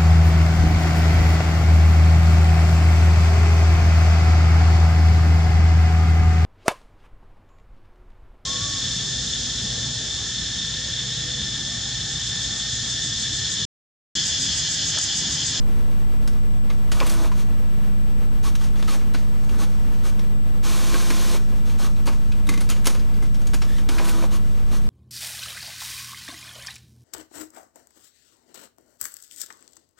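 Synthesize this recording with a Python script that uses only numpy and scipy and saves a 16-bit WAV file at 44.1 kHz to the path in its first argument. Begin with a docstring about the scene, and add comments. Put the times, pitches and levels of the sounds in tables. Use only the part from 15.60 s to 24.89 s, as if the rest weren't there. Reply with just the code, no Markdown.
"""A low rumble and a steady fan hum fill a carpeted room, then a printer works through a page. Latches and
engaging gear teeth click as bursts of noise ringing in plastic; each blow leaves a short rustle of loose parts.
A geared feed motor makes short steps and three longer runs: hum, whine, rattle and paper hiss follow its speed.
Filtered bursts make the gear train's knocks, shaped noise makes brushing paper and turning cams. A pawl bounces
on a ringing bracket, and a roller squeaks once in gliding, fluttering partials."""
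import sys
import numpy as np
from scipy import signal
from scipy.fft import rfft, irfft
from scipy.io import wavfile
from scipy.ndimage import uniform_filter1d

SR = 44100
rng = np.random.default_rng(int(sys.argv[2]) if len(sys.argv) > 2 else 0)


def generate_wav(signal):
    """Clip the signal to [-1, 1] and save it as 16-bit WAV at the path in sys.argv[1]."""
    frames = np.transpose(np.atleast_2d(signal))
    scaled = np.clip(frames, -1, 1) * 32767
    pcm = np.round(scaled).astype(np.int16)
    wavfile.write(sys.argv[1], SR, pcm)


N = 409688
TIME = np.arange(N) / SR  # seconds
BINS_HZ = np.fft.rfftfreq(N, 1 / SR)


def amp(db):
    """Decibels to gain."""
    return 10 ** (np.asarray(db) / 20)


def unit(x):
    """Scales to rms 1."""
    return x / np.sqrt(np.mean(x ** 2) + 1e-20)


def read(points, hz):
    """Reads a curve of (Hz, value) points on a log-frequency axis."""
    f, value = np.transpose(points)
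    return np.interp(np.log(hz + 1), np.log(f + 1), value)


def add(mix, s, sound):
    """Mixes a sound in at time s."""
    part = mix[max(round(s * SR), 0):][:len(sound)]
    part += sound[:len(part)]


def noise(spectrum):
    """Noise of rms 1 with the given colour."""
    white = rfft(rng.standard_normal(N))
    return unit(irfft(white * amp(read(spectrum, BINS_HZ)), N))


def drift(rate_hz):
    """Random fluctuation of rms 1 around zero, changing up to about the given rate."""
    white = rfft(rng.standard_normal(N))
    return unit(irfft(white * (BINS_HZ > 0) / (1 + (BINS_HZ / rate_hz) ** 4), N))


def causal(gain_db):
    """Impulse response of energy 1 with this gain curve and no sound before the blow."""
    log_gain = np.log(amp(np.r_[gain_db, gain_db[-2:0:-1]]))
    minimum_phase = np.exp(np.conj(signal.hilbert(log_gain)))
    ring = np.fft.ifft(minimum_phase).real[:len(gain_db)]
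    return ring / np.linalg.norm(ring)


def peaks(modes, hz):
    """Gain in dB of a set of resonances."""
    return sum(db / (1 + (2 * (hz - f) / width) ** 2) for f, width, db in modes)


def housed(x, modes, size=4096):
    """Passes a sound through a set of resonances."""
    gain_db = peaks(modes, np.fft.rfftfreq(size, 1 / SR))
    return signal.fftconvolve(x, causal(gain_db))[:N]


def chatter(t60, rise, size=8192):
    """Loose parts meet in a quickly dying spray of tiny, unequal impacts."""
    t = np.arange(size) / SR
    grain_db = 1.8 * unit(uniform_filter1d(rng.standard_normal(size), size=40))
    spray = unit(rng.standard_normal(size) * amp(grain_db))
    attack = 1 - np.exp(-t / max(rise, 1e-4))
    return spray * attack * np.exp(-np.log(1000) * t / max(t60, .01))


# Colours of the room's rumble and of the fan air. Each row: frequency in Hz, relative level in dB per Hz.
RUMBLE_COLOUR, AIR_COLOUR = [(8.8, -39), (15, -8), (27, 6.5), (56, 0.5), (70, -2.5), (87, -3.5), (113, -8),
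                             (152, -7), (172, -4.5), (185, -13.5), (240, -15), (410, -120)], [(130, -45), (220, -0.5), (331, -10.5), (507, -10.5),
                                             (585, -15.5), (800, -18), (1010, -18.5), (1230, -20.5),
                                             (1700, -23.5), (2250, -25), (2950, -26), (4900, -32.5),
                                             (6200, -33), (7000, -36), (7980, -34.5), (8570, -39.5),
                                             (12900, -31.5), (15400, -48.5)]
# Slow ebb and swell of both. Each row: time in seconds, change of level in dB.
RUMBLE_SWELL, AIR_SWELL = [(0, -0.5), (1.5, 1.5), (3, 0), (4.2, 0.5), (6.6, 1), (7.3, 0), (7.8, 2.5),
                           (8.3, 0), (9.3, 0.5)], [(0, 1), (.8, -1), (1.9, 0.5), (2.05, 1), (2.6, -0.8),
                                                 (4.4, 0), (4.85, -1), (6, -0.5), (9.3, 0.1)]
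# Stereo width of rumble and air. Each row: frequency in Hz, side over mid in dB.
AIR_WIDTH = [(25, -27), (100, -21.5), (300, -50), (1000, -69), (4000, -29), (13000, -27)]
# Steady tones of mains and fan. Each row: pitch in Hz, level in dB, rms wander of the pitch in Hz.
HUM_TONES = [(38.1, -44, 0.79), (58.9, -40, 0.983), (119.3, -51.5, 0.48), (141.2, -52, 0.44),
             (201.8, -39.5, 0.44)]
# Thin, steady whistles of the electronics: a list of pitches in Hz, and a list of levels in dB.
WHISTLE_HZ, WHISTLE_DB = [7866, 13000], [-62, -74]
RUMBLE_DB, AIR_DB = -34.5, -42  # before the swells


def background(waver_db=1.33):
    """Rumble and fan air are swelling noise, nearly the same on both sides; hum and whistles are centred sines."""
    rumble_db = RUMBLE_DB + np.interp(TIME, *np.transpose(RUMBLE_SWELL))
    air_db = AIR_DB + waver_db * drift(12) + np.interp(TIME, *np.transpose(AIR_SWELL))
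    mid, side = (amp(rumble_db) * noise(RUMBLE_COLOUR) + amp(air_db) * noise(AIR_COLOUR) for _ in range(2))
    side = irfft(rfft(side) * amp(read(AIR_WIDTH, BINS_HZ)), N)
    for hz, db, wander_hz in HUM_TONES:
        turns = np.cumsum(hz + wander_hz * drift(1.4)) / SR
        mid += amp(db + 1.0 * drift(1.8)) * unit(np.sin(2 * np.pi * turns))
    for hz, db in zip(WHISTLE_HZ, WHISTLE_DB):
        mid += amp(db) * unit(np.sin(2 * np.pi * hz * TIME))
    return np.array([mid + side, mid - side])


# Broad colour of struck plastic. Each row: frequency in Hz, relative level in dB per Hz.
PLASTIC_COLOUR = [(120, -23.5), (270, 17.5), (450, 9.5), (750, 3.5), (1200, 6), (1900, -2.5), (3000, -1.5),
                  (5000, -2), (8000, -4.5), (11000, -8), (15000, -18)]
# Modes of the case. Each row: frequency in Hz, width in Hz, rise over the broad colour in dB.
CASE_MODES = [(1140, 50, 1.5), (1600, 150, 5.6), (2150, 130, 4.5), (2450, 90, 3.4), (3200, 250, 0.62),
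              (5640, 120, 1.9), (6590, 110, 5.7), (9870, 320, 6.1)]
CLICK_T60_S, LINGER = 0.037, 8.5  # a slower contact rings longer, by LINGER times its attack
RING_Q = 12.5  # sharpness of the part's own ring


def click(bright_db, body_db, ring_hz, rise, ring_db, size=2048):
    """A plastic part rings at its own pitch and through the case, with body and treble raised or lowered."""
    hz = np.fft.rfftfreq(size, 1 / SR)
    case = read(PLASTIC_COLOUR, hz) + peaks(CASE_MODES, hz)
    low = 1 / (1 + (hz / 1600) ** 4)
    high = 1 - 1 / (1 + (hz / 5500) ** 4)
    own_ring = ring_db / (1 + (2 * RING_Q * (hz / ring_hz - 1)) ** 2)
    colour = case + low * body_db + high * bright_db + own_ring
    return signal.fftconvolve(chatter(CLICK_T60_S + LINGER * rise, rise), causal(colour))


# Latches, levers, and gear teeth clacking as the motor engages. Each row: start in seconds, level in dB,
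# brightness in dB, body in dB, # the part's own ring in Hz, attack time constant in seconds, its sustain in dB
# against the blow.
PART_CLICKS = [(.675, -28.5, 0, -6, 5340, .0011, -19), (1.099, -27.5, -20, -8, 1140, 0.0029, -20),
               (1.316, -19, -6, -8.5, 1400, 0.0026, -24), (1.402, -22, -17, -20, 2360, .0002, -20),
               (1.495, -23, 5, -19, 5700, 0.0024, -20), (1.715, -29.5, -15, -6, 1000, 0.0026, -2),
               (2.952, -27, -3, -11, 6200, .0011, -16), (3.01, -33.5, -11, -1, 3300, .003, -18),
               (3.155, -36, -9, -2, 3420, .0032, -6), (3.195, -32, -3, 0, 2100, 0.0041, -20),
               (3.2241, -26.5, -11, -5, 3530, 0.0016, -16), (3.2773, -24.5, -18, -8, 1280, .0036, -24),
               (3.407, -37, -20, -5, 2240, .004, -20), (3.536, -30, -2, -8, 4160, 0.0046, -14),
               (3.5448, -22.5, -19, -9, 1470, .003, -8), (3.891, -31.5, -5, -6, 2830, .0022, -20),
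               (4.5923, -32.5, -9, -8, 5500, 0.00091, -20), (5.3423, -23.5, -9, -13, 1580, .00025, -7),
               (5.348, -28, -20, -8, 1100, .005, 7), (5.398, -29, -16, -13, 1600, .002, -16),
               (5.502, -18.5, -9, -6, 2280, 0.0011, -12), (6.096, -33.5, -14, -8, 2120, .002, -14),
               (6.362, -41, -15, -19, 4030, .0015, -20), (6.4563, -31.5, 4, -5, 1110, .004, -24),
               (6.466, -24.5, 3, -8, 4490, .002, -12), (6.474, -20.5, -20, -1, 990, .0034, -22),
               (6.716, -33, -15, -22, 2530, 0.0043, -18), (6.8693, -32, 7, -1, 3750, .0006, -14),
               (7.005, -25.5, 3, -3, 10000, 0.0029, -22), (7.0889, -25, 3, -3, 4930, 0.0029, -26),
               (7.0978, -18, 2.5, -11.5, 6790, 0.0032, -9), (7.1089, -25.5, -10, -7, 3050, 0.0066, -19),
               (7.162, -33, -13, -4, 2900, .003, -20), (7.2437, -30, 4, -3, 1200, 0.00091, -22),
               (7.255, -17, 0, -11, 10000, 0.0026, -20), (7.2688, -11, 2.5, -8.5, 6760, .00055, -15),
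               (7.3446, -26, -7, -5, 1010, 0.0052, -20), (7.392, -34.5, -8, -10, 5000, .003, -18),
               (7.539, -40, -15, -14, 4800, .002, -18), (7.621, -28, 5, 7.5, 2070, 0.0044, -7),
               (7.651, -38, -9, -6, 2220, 0.0027, -18), (7.742, -34.5, -8, -16, 5540, 0.0052, -18),
               (7.815, -38.5, -1, -4, 6350, .002, -20), (7.87, -30, 3, -12, 6800, .0006, -10),
               (7.9328, -21.5, -7, -4.5, 2530, .0034, -18), (7.9413, -22.5, 6, -3, 6640, 0.0011, -20),
               (8.0172, -24.5, -9, -8, 5520, 0.0027, -9), (8.181, -31.5, -8, -1, 3080, 0.0032, -14),
               (8.287, -20, -7, -5.5, 2400, 0.0038, -23), (8.3826, -19.5, -22, -17, 1620, .0005, -16),
               (8.442, -35, -12, -12, 2380, .001, -16), (8.477, -31, -12, -12, 1900, .001, -16)]
SUSTAIN_T60_S, SUSTAIN_FALL = 0.092, .3  # decay at 1 kHz; exponent by which higher parts die sooner
RING_DB, RING_FALL = 5, 0.15  # ring in a blow of 0 dB; dB gained for each dB that the blow is lighter


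def clicks(size=8192):
    """Latches and levers snap into place and gear teeth clack as the motor engages; the springier parts ring on
    as a decaying sine."""
    out, t = np.zeros(N), np.arange(size) / SR
    for s, db, bright_db, body_db, ring_hz, rise, sustain_db in PART_CLICKS:
        add(out, s, amp(db) * click(bright_db, body_db, ring_hz, rise, RING_DB - RING_FALL * db))
        t60 = SUSTAIN_T60_S * (10 ** 3 / ring_hz) ** SUSTAIN_FALL
        fade = amp(sustain_db - 60 * t / t60) * (1 - np.exp(-t / max(rise, 1e-4)))
        add(out, s, amp(db) * fade * np.sin(2 * np.pi * ring_hz * t))
    return out


# Rustle of loose parts and turning cams. Each row: frequency in Hz, relative level in dB per Hz.
RUSTLE_COLOUR = [(300, -13), (1000, 4), (2500, -3), (6000, -1), (10000, -9.5), (15000, -19)]


def shaken(blows, shake_db=-10.0, shake_t60=0.36, uneven_db=3, shake_hz=5200):
    """Each blow, its finest treble softened, leaves loose parts in the case rustling for a moment."""
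    keep = np.exp(-2 * np.log(1000) / (shake_t60 * SR))  # share of power left after one sample
    push = signal.lfilter(*signal.butter(1, shake_hz, fs=SR), blows)
    power = signal.lfilter([1 - keep], [1, -keep], push ** 2)
    rustle = unit(noise(RUSTLE_COLOUR) * amp(uneven_db * drift(40)))
    return amp(shake_db) * np.sqrt(power) * rustle


# Moves of the feed motor. Each row: start in seconds, stop in seconds, gear mesh rate in Hz,
# gears in dB and paper hiss in dB (both before the resonances and their trim), whine in dB against the gears.
FEED_MOVES = [(1.313, 1.694, 327, -40, -41, -6.5), (1.756, 1.84, 328, -48, -43.5, -10),
              (2.825, 2.909, 377, -43, -37.5, 1), (3.268, 3.378, 368.4, -40, -37, -4),
              (3.9, 3.99, 358, -45.5, -50, -12), (3.977, 4.061, 367.6, -39, -38, -6),
              (4.43, 4.513, 360, -42, -40, -15), (5.025, 5.789, 344, -40, -34.5, -6.5),
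              (6.047, 6.146, 355, -51, -47.5, -10), (6.177, 6.288, 381, -39.5, -38.5, -15),
              (8.283, 8.675, 330, -40, -41, -5.5), (8.702, 8.787, 366.5, -43, -40, -3),
              (9.102, 9.193, 359, -43, -41.5, -8)]
# Hum of the gears. Each row: multiple of the mesh rate, relative level in dB.
GEAR_PARTIALS = [(1, -5), (1.5, -18), (2, -12.5)]
# Rattle of the gear train and hiss of sliding paper. Each row: frequency in Hz, relative level in dB per Hz.
RATTLE_COLOUR, PAPER_COLOUR = [(200, -15), (300, -1.5), (400, -4.5), (520, -4.5), (740, -12), (900, -9),
                               (1100, -5.5), (1350, -6.5), (1550, -7.5), (1900, -18), (2600, -35)], [(1120, -16.5), (1900, 0), (2020, -5), (2410, -1.5),
                                               (2650, -2.5), (3630, 1), (4180, -1), (4980, -3.5),
                                               (5730, -2.5), (8340, -4), (9110, -7), (9940, -5),
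                                               (11200, -9.5), (13600, -12.5), (15400, -22)]
# Resonances of the housing round the gears and of the paper path. Each row: frequency in Hz, width in Hz, gain in dB.
HOUSING_MODES, PAPER_PATH_MODES = [(322, 33, 6.5), (453, 44, 1.5), (535, 52, 4.5), (640, 49, 6),
                                   (816, 48, 11), (1015, 28, 4), (1127, 39, 6.5), (1230, 44, 5.5),
                                   (1507, 53, 6)], [(1990, 160, -2), (2280, 240, 4), (4240, 200, 3),
                                                    (5530, 240, 4.5), (6300, 480, 4.5), (7250, 180, 0.5),
                                                    (10000, 450, 2), (12300, 400, 3.5)]
RAMP_S, SETTLE_S = .034, 0.097  # run-up and braking time; time constant of steadying and of the hum's build-up
START_WOBBLE, SETTLED_WOBBLE = .018, .004  # rms share by which the speed varies
GEAR_HUM_DB = -2.5  # settled hum, against the rattle
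COAST_S, COAST_DB = 0.027, -7.5  # loose gears rattle on after a stop: time constant, level against the running gears


def feed(tooth_depth=0.21, flutter_db=0.2, grain_db=0.9, housing_db=-2.0, chute_db=-0.2,
         rattle_rough_db=1.0, whine_order=3):
    """The motor ramps up, settles and brakes; hum, whine, rattle and paper hiss follow its speed."""
    gears, sheet = np.zeros(N), np.zeros(N)
    rattle = noise(RATTLE_COLOUR) * amp(rattle_rough_db * drift(67))
    paper = noise(PAPER_COLOUR) * amp(flutter_db * drift(41) + grain_db * drift(670))
    wobble = drift(60)
    load = unit(amp(1.1 * drift(14)))
    for start, stop, mesh_hz, gears_db, hiss_db, whine_db in FEED_MOVES:
        on = (TIME > start) & (TIME < stop)
        from_rest = np.minimum(TIME[on] - start, stop - TIME[on])
        speed = np.sin(np.pi / 2 * np.clip(from_rest / RAMP_S, 0, 1))
        settled = 1 - np.exp(-(TIME[on] - start) / SETTLE_S)
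        unsteady = START_WOBBLE + (SETTLED_WOBBLE - START_WOBBLE) * settled
        angle = 2 * np.pi * np.cumsum(mesh_hz * speed * (1 + unsteady * wobble[on])) / SR
        hum = unit(sum(amp(db) * np.sin(k * angle + 2 * np.pi * rng.random()) for k, db in GEAR_PARTIALS))
        whine = amp(whine_db) * unit(np.sin(whine_order * angle))
        tones = load[on] * (amp(GEAR_HUM_DB) * settled * hum + whine)
        teeth = 1 + tooth_depth * np.cos(angle)  # each meshing tooth jerks the gear train
        gears[on] += speed * amp(gears_db) * (speed * tones + teeth * rattle[on])
        sheet[on] += speed * amp(hiss_db) * paper[on]
        after = TIME >= stop
        coast = np.exp((stop - TIME[after]) / COAST_S)
        gears[after] += amp(gears_db + COAST_DB) * coast * rattle[after]
    return amp(housing_db) * housed(gears, HOUSING_MODES) + amp(chute_db) * housed(sheet, PAPER_PATH_MODES)


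# The gear train takes up or drops its load. Each row: start in seconds, level in dB, 60 dB decay in seconds.
LOAD_KNOCKS = [(1.41, -21, 0.061), (1.426, -22.5, 0.044), (1.501, -40, 0.16), (1.644, -27.5, 0.054),
               (1.656, -32, 0.066), (5.504, -34, 0.086), (5.742, -26, 0.075), (6.474, -34, .28),
               (7.272, -33, 0.23), (8.395, -22, 0.068), (8.412, -31, .08), (8.624, -25, 0.041),
               (8.637, -26.5, .055)]
# Colour of the printer's frame. Each row: frequency in Hz, relative level in dB per Hz.
FRAME_COLOUR = [(150, -8), (300, 5.5), (560, 12.5), (760, 3), (1050, 10.5), (1500, -4.5), (2500, 1),
                (5000, -42), (12000, -75)]


def knocks(rise=0.00081, size=2048):
    """Soft, dull blows of the gear train ring through the printer's frame."""
    out = np.zeros(N)
    frame = causal(read(FRAME_COLOUR, np.fft.rfftfreq(size, 1 / SR)))
    for s, db, t60 in LOAD_KNOCKS:
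        add(out, s, amp(db) * signal.fftconvolve(chatter(t60, rise), frame))
    return out


# The sheet's edge brushes past the guides. Each row: middle in seconds, length in seconds, level in dB.
EDGE_SWISHES = [(1.472, 0.024, -31.5), (1.515, 0.062, -36.5), (8.453, 0.019, -32.5), (8.494, 0.048, -33.5)]
# Colour of the brushing edge. Each row: frequency in Hz, relative level in dB per Hz.
EDGE_COLOUR = [(1500, 1), (3500, 1), (6000, -2.5), (10000, 1), (13000, -5.5), (15500, -14)]


def swishes(grain_db=4.0):
    """The paper's edge brushes by: bright, grainy noise under bell-shaped swells."""
    level = sum(amp(db) * np.exp(-(2 * (TIME - s) / length) ** 2) for s, length, db in EDGE_SWISHES)
    return level * unit(noise(EDGE_COLOUR) * amp(grain_db * drift(330)))


# The cams turn over. Each row: start in seconds, stop in seconds, rustle in dB.
CAM_TURNS = [(2.972, 3.1, -48), (3.15, 3.437, -50.5), (3.56, 4.62, -55), (5.79, 6.82, -56),
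             (7.28, 8.25, -59.5), (8.798, 9.293, -55)]
# Range in which the small parts ring: lowest and highest pitch in Hz.
TICK_RANGE_HZ = (1100, 5070)
TICKS_PER_S, TICK_DB, TICK_SPREAD_DB = 6.7, 5, 7  # mean rate; level against the rustle; its spread either way


def cams(uneven_db=3.0, grain_db=2, fade_s=0.018):
    """Cams and rollers scrape lightly and unevenly as they turn, and small parts tick at random."""
    level = 0
    for start, stop, db in CAM_TURNS:
        level = level + amp(db) * np.clip(np.minimum(TIME - start, stop - TIME) / fade_s, 0, 1)
    out = unit(noise(RUSTLE_COLOUR) * amp(uneven_db * drift(16) + grain_db * drift(500)))
    times = TIME[rng.random(N) < TICKS_PER_S / SR]
    for s, (strength, pitch) in zip(times, rng.uniform(-1.03, 1, (len(times), 2))):
        ring_hz = np.interp(pitch, (-1, 1), TICK_RANGE_HZ)
        tick = click(bright_db=15, body_db=-2, ring_hz=ring_hz, rise=0.0017, ring_db=14)
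        add(out, s, amp(TICK_DB + TICK_SPREAD_DB * strength) * tick)
    return level * out  # ticks are heard only while the cams turn


# A sprung pawl drops and rebounds. Each row: start in seconds, snap in dB, brightness in dB, bracket ring in dB.
PAWL_HITS = [(6.8893, -20, 1, -19), (6.9372, -28, -2, -23.5), (6.9749, -30, -2, -24.5)]
# Ring of pawl and bracket. Each row: frequency in Hz, level in dB against the bracket ring, 60 dB decay in seconds.
BRACKET_MODES = [(180, -7, .15), (280, -8.5, 0.19), (458, -17, 0.17), (1130, -16, .07), (2070, -9, 0.095),
                 (2310, -19, .06), (2520, -14, .05), (2700, -19, .05)]


def pawl(body_db=-7, rise=.001, size=8192):
    """The pawl hits its stop and bounces twice; its bracket rings each time as a set of decaying sines."""
    out, t = np.zeros(N), np.arange(size) / SR
    for s, db, bright_db, bracket_db in PAWL_HITS:
        add(out, s, amp(db) * click(bright_db, body_db, ring_hz=2420, rise=rise, ring_db=9))
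        ring = np.zeros(size)
        for hz, mode_db, t60 in BRACKET_MODES:
            ring += amp(mode_db - 60 * t / t60) * np.sin(2 * np.pi * (hz * t + rng.random()))
        add(out, s, amp(bracket_db) * ring * (1 - np.exp(-t / 0.0011)))
    return out


# A roller rubs and squeaks along a glide. Each row: time in seconds, pitch in Hz, level in dB.
SQUEAK_GLIDE = [(8.07, 1684, -64), (8.092, 1715, -43), (8.125, 1765, -44), (8.155, 1785, -44),
                (8.17, 1990, -42.5), (8.192, 1830, -41), (8.225, 1815, -62)]
# Partials of the squeak. Each row: multiple of the pitch, relative level in dB.
SQUEAK_PARTIALS = [(1, -5), (2, -7), (3, -10)]


def squeak(rub_db=-5):
    """Rubber sticks and slips on paper: a hoarse chirp with fluttering partials, inside a faint rubbing hiss."""
    s, hz, db = np.transpose(SQUEAK_GLIDE)
    slip = 1 + .032 * drift(550)  # fast pitch jitter makes it hoarse
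    angle = 2 * np.pi * np.cumsum(np.interp(TIME, s, hz) * slip) / SR
    sound = amp(rub_db) * noise(PAPER_COLOUR)
    for k, partial_db in SQUEAK_PARTIALS:
        grip = unit(amp(4.5 * drift(130)))
        sound += amp(partial_db) * grip * np.sin(k * angle)
    return np.interp(TIME, s, amp(db), left=0, right=0) * sound


# Decay of the carpeted room. Each row: frequency in Hz, 60 dB decay in seconds.
ROOM_DECAY = [(100, 0.1), (500, 0.17), (2000, 0.15), (6000, 0.3), (14000, 0.18)]


def room(x, size=256):
    """Diffuse reflections: each band stores the sound's power, lets it die away and returns it with random phase."""
    hz, _, z = signal.stft(x, SR, nperseg=size)
    keep = np.exp(-np.log(1000) * size / SR / read(ROOM_DECAY, hz))  # share of power left after half a frame
    stored = np.array([signal.lfilter([0, 1 - k], [1, -k], abs(band) ** 2) for k, band in zip(keep, z)])
    scatter = rng.standard_normal(z.shape[::-1]) + 1j * rng.standard_normal(z.shape[::-1])
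    return signal.istft(np.sqrt(stored) * scatter.T, SR)[1][:N]


def scene(wet_db=-8, wide_db=-31):
    """The printer stands ahead; only its reflections differ a little between left and right."""
    air = background()
    blows = clicks() + pawl()
    printer = blows + shaken(blows) + feed() + knocks() + swishes() + cams() + squeak()
    side = amp(wide_db) * room(printer)
    return printer + amp(wet_db) * room(printer) + np.array([side, -side]) + air


# Steady offset from zero. Each row: one channel's offset as a share of full scale, left then right.
CHANNEL_OFFSET = [
    [-.17],
    [.17],
]
CUT_HZ = 15550


def record(dry):
    """A steep low-pass limits the band; the two channels rest at opposite steady offsets from zero."""
    lowpass = signal.firwin(511, CUT_HZ, window=("kaiser", 9), fs=SR)
    limited = signal.oaconvolve(dry, lowpass[None], "same")
    return limited + np.array(CHANNEL_OFFSET)


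dry = scene()
out = record(dry)
generate_wav(out)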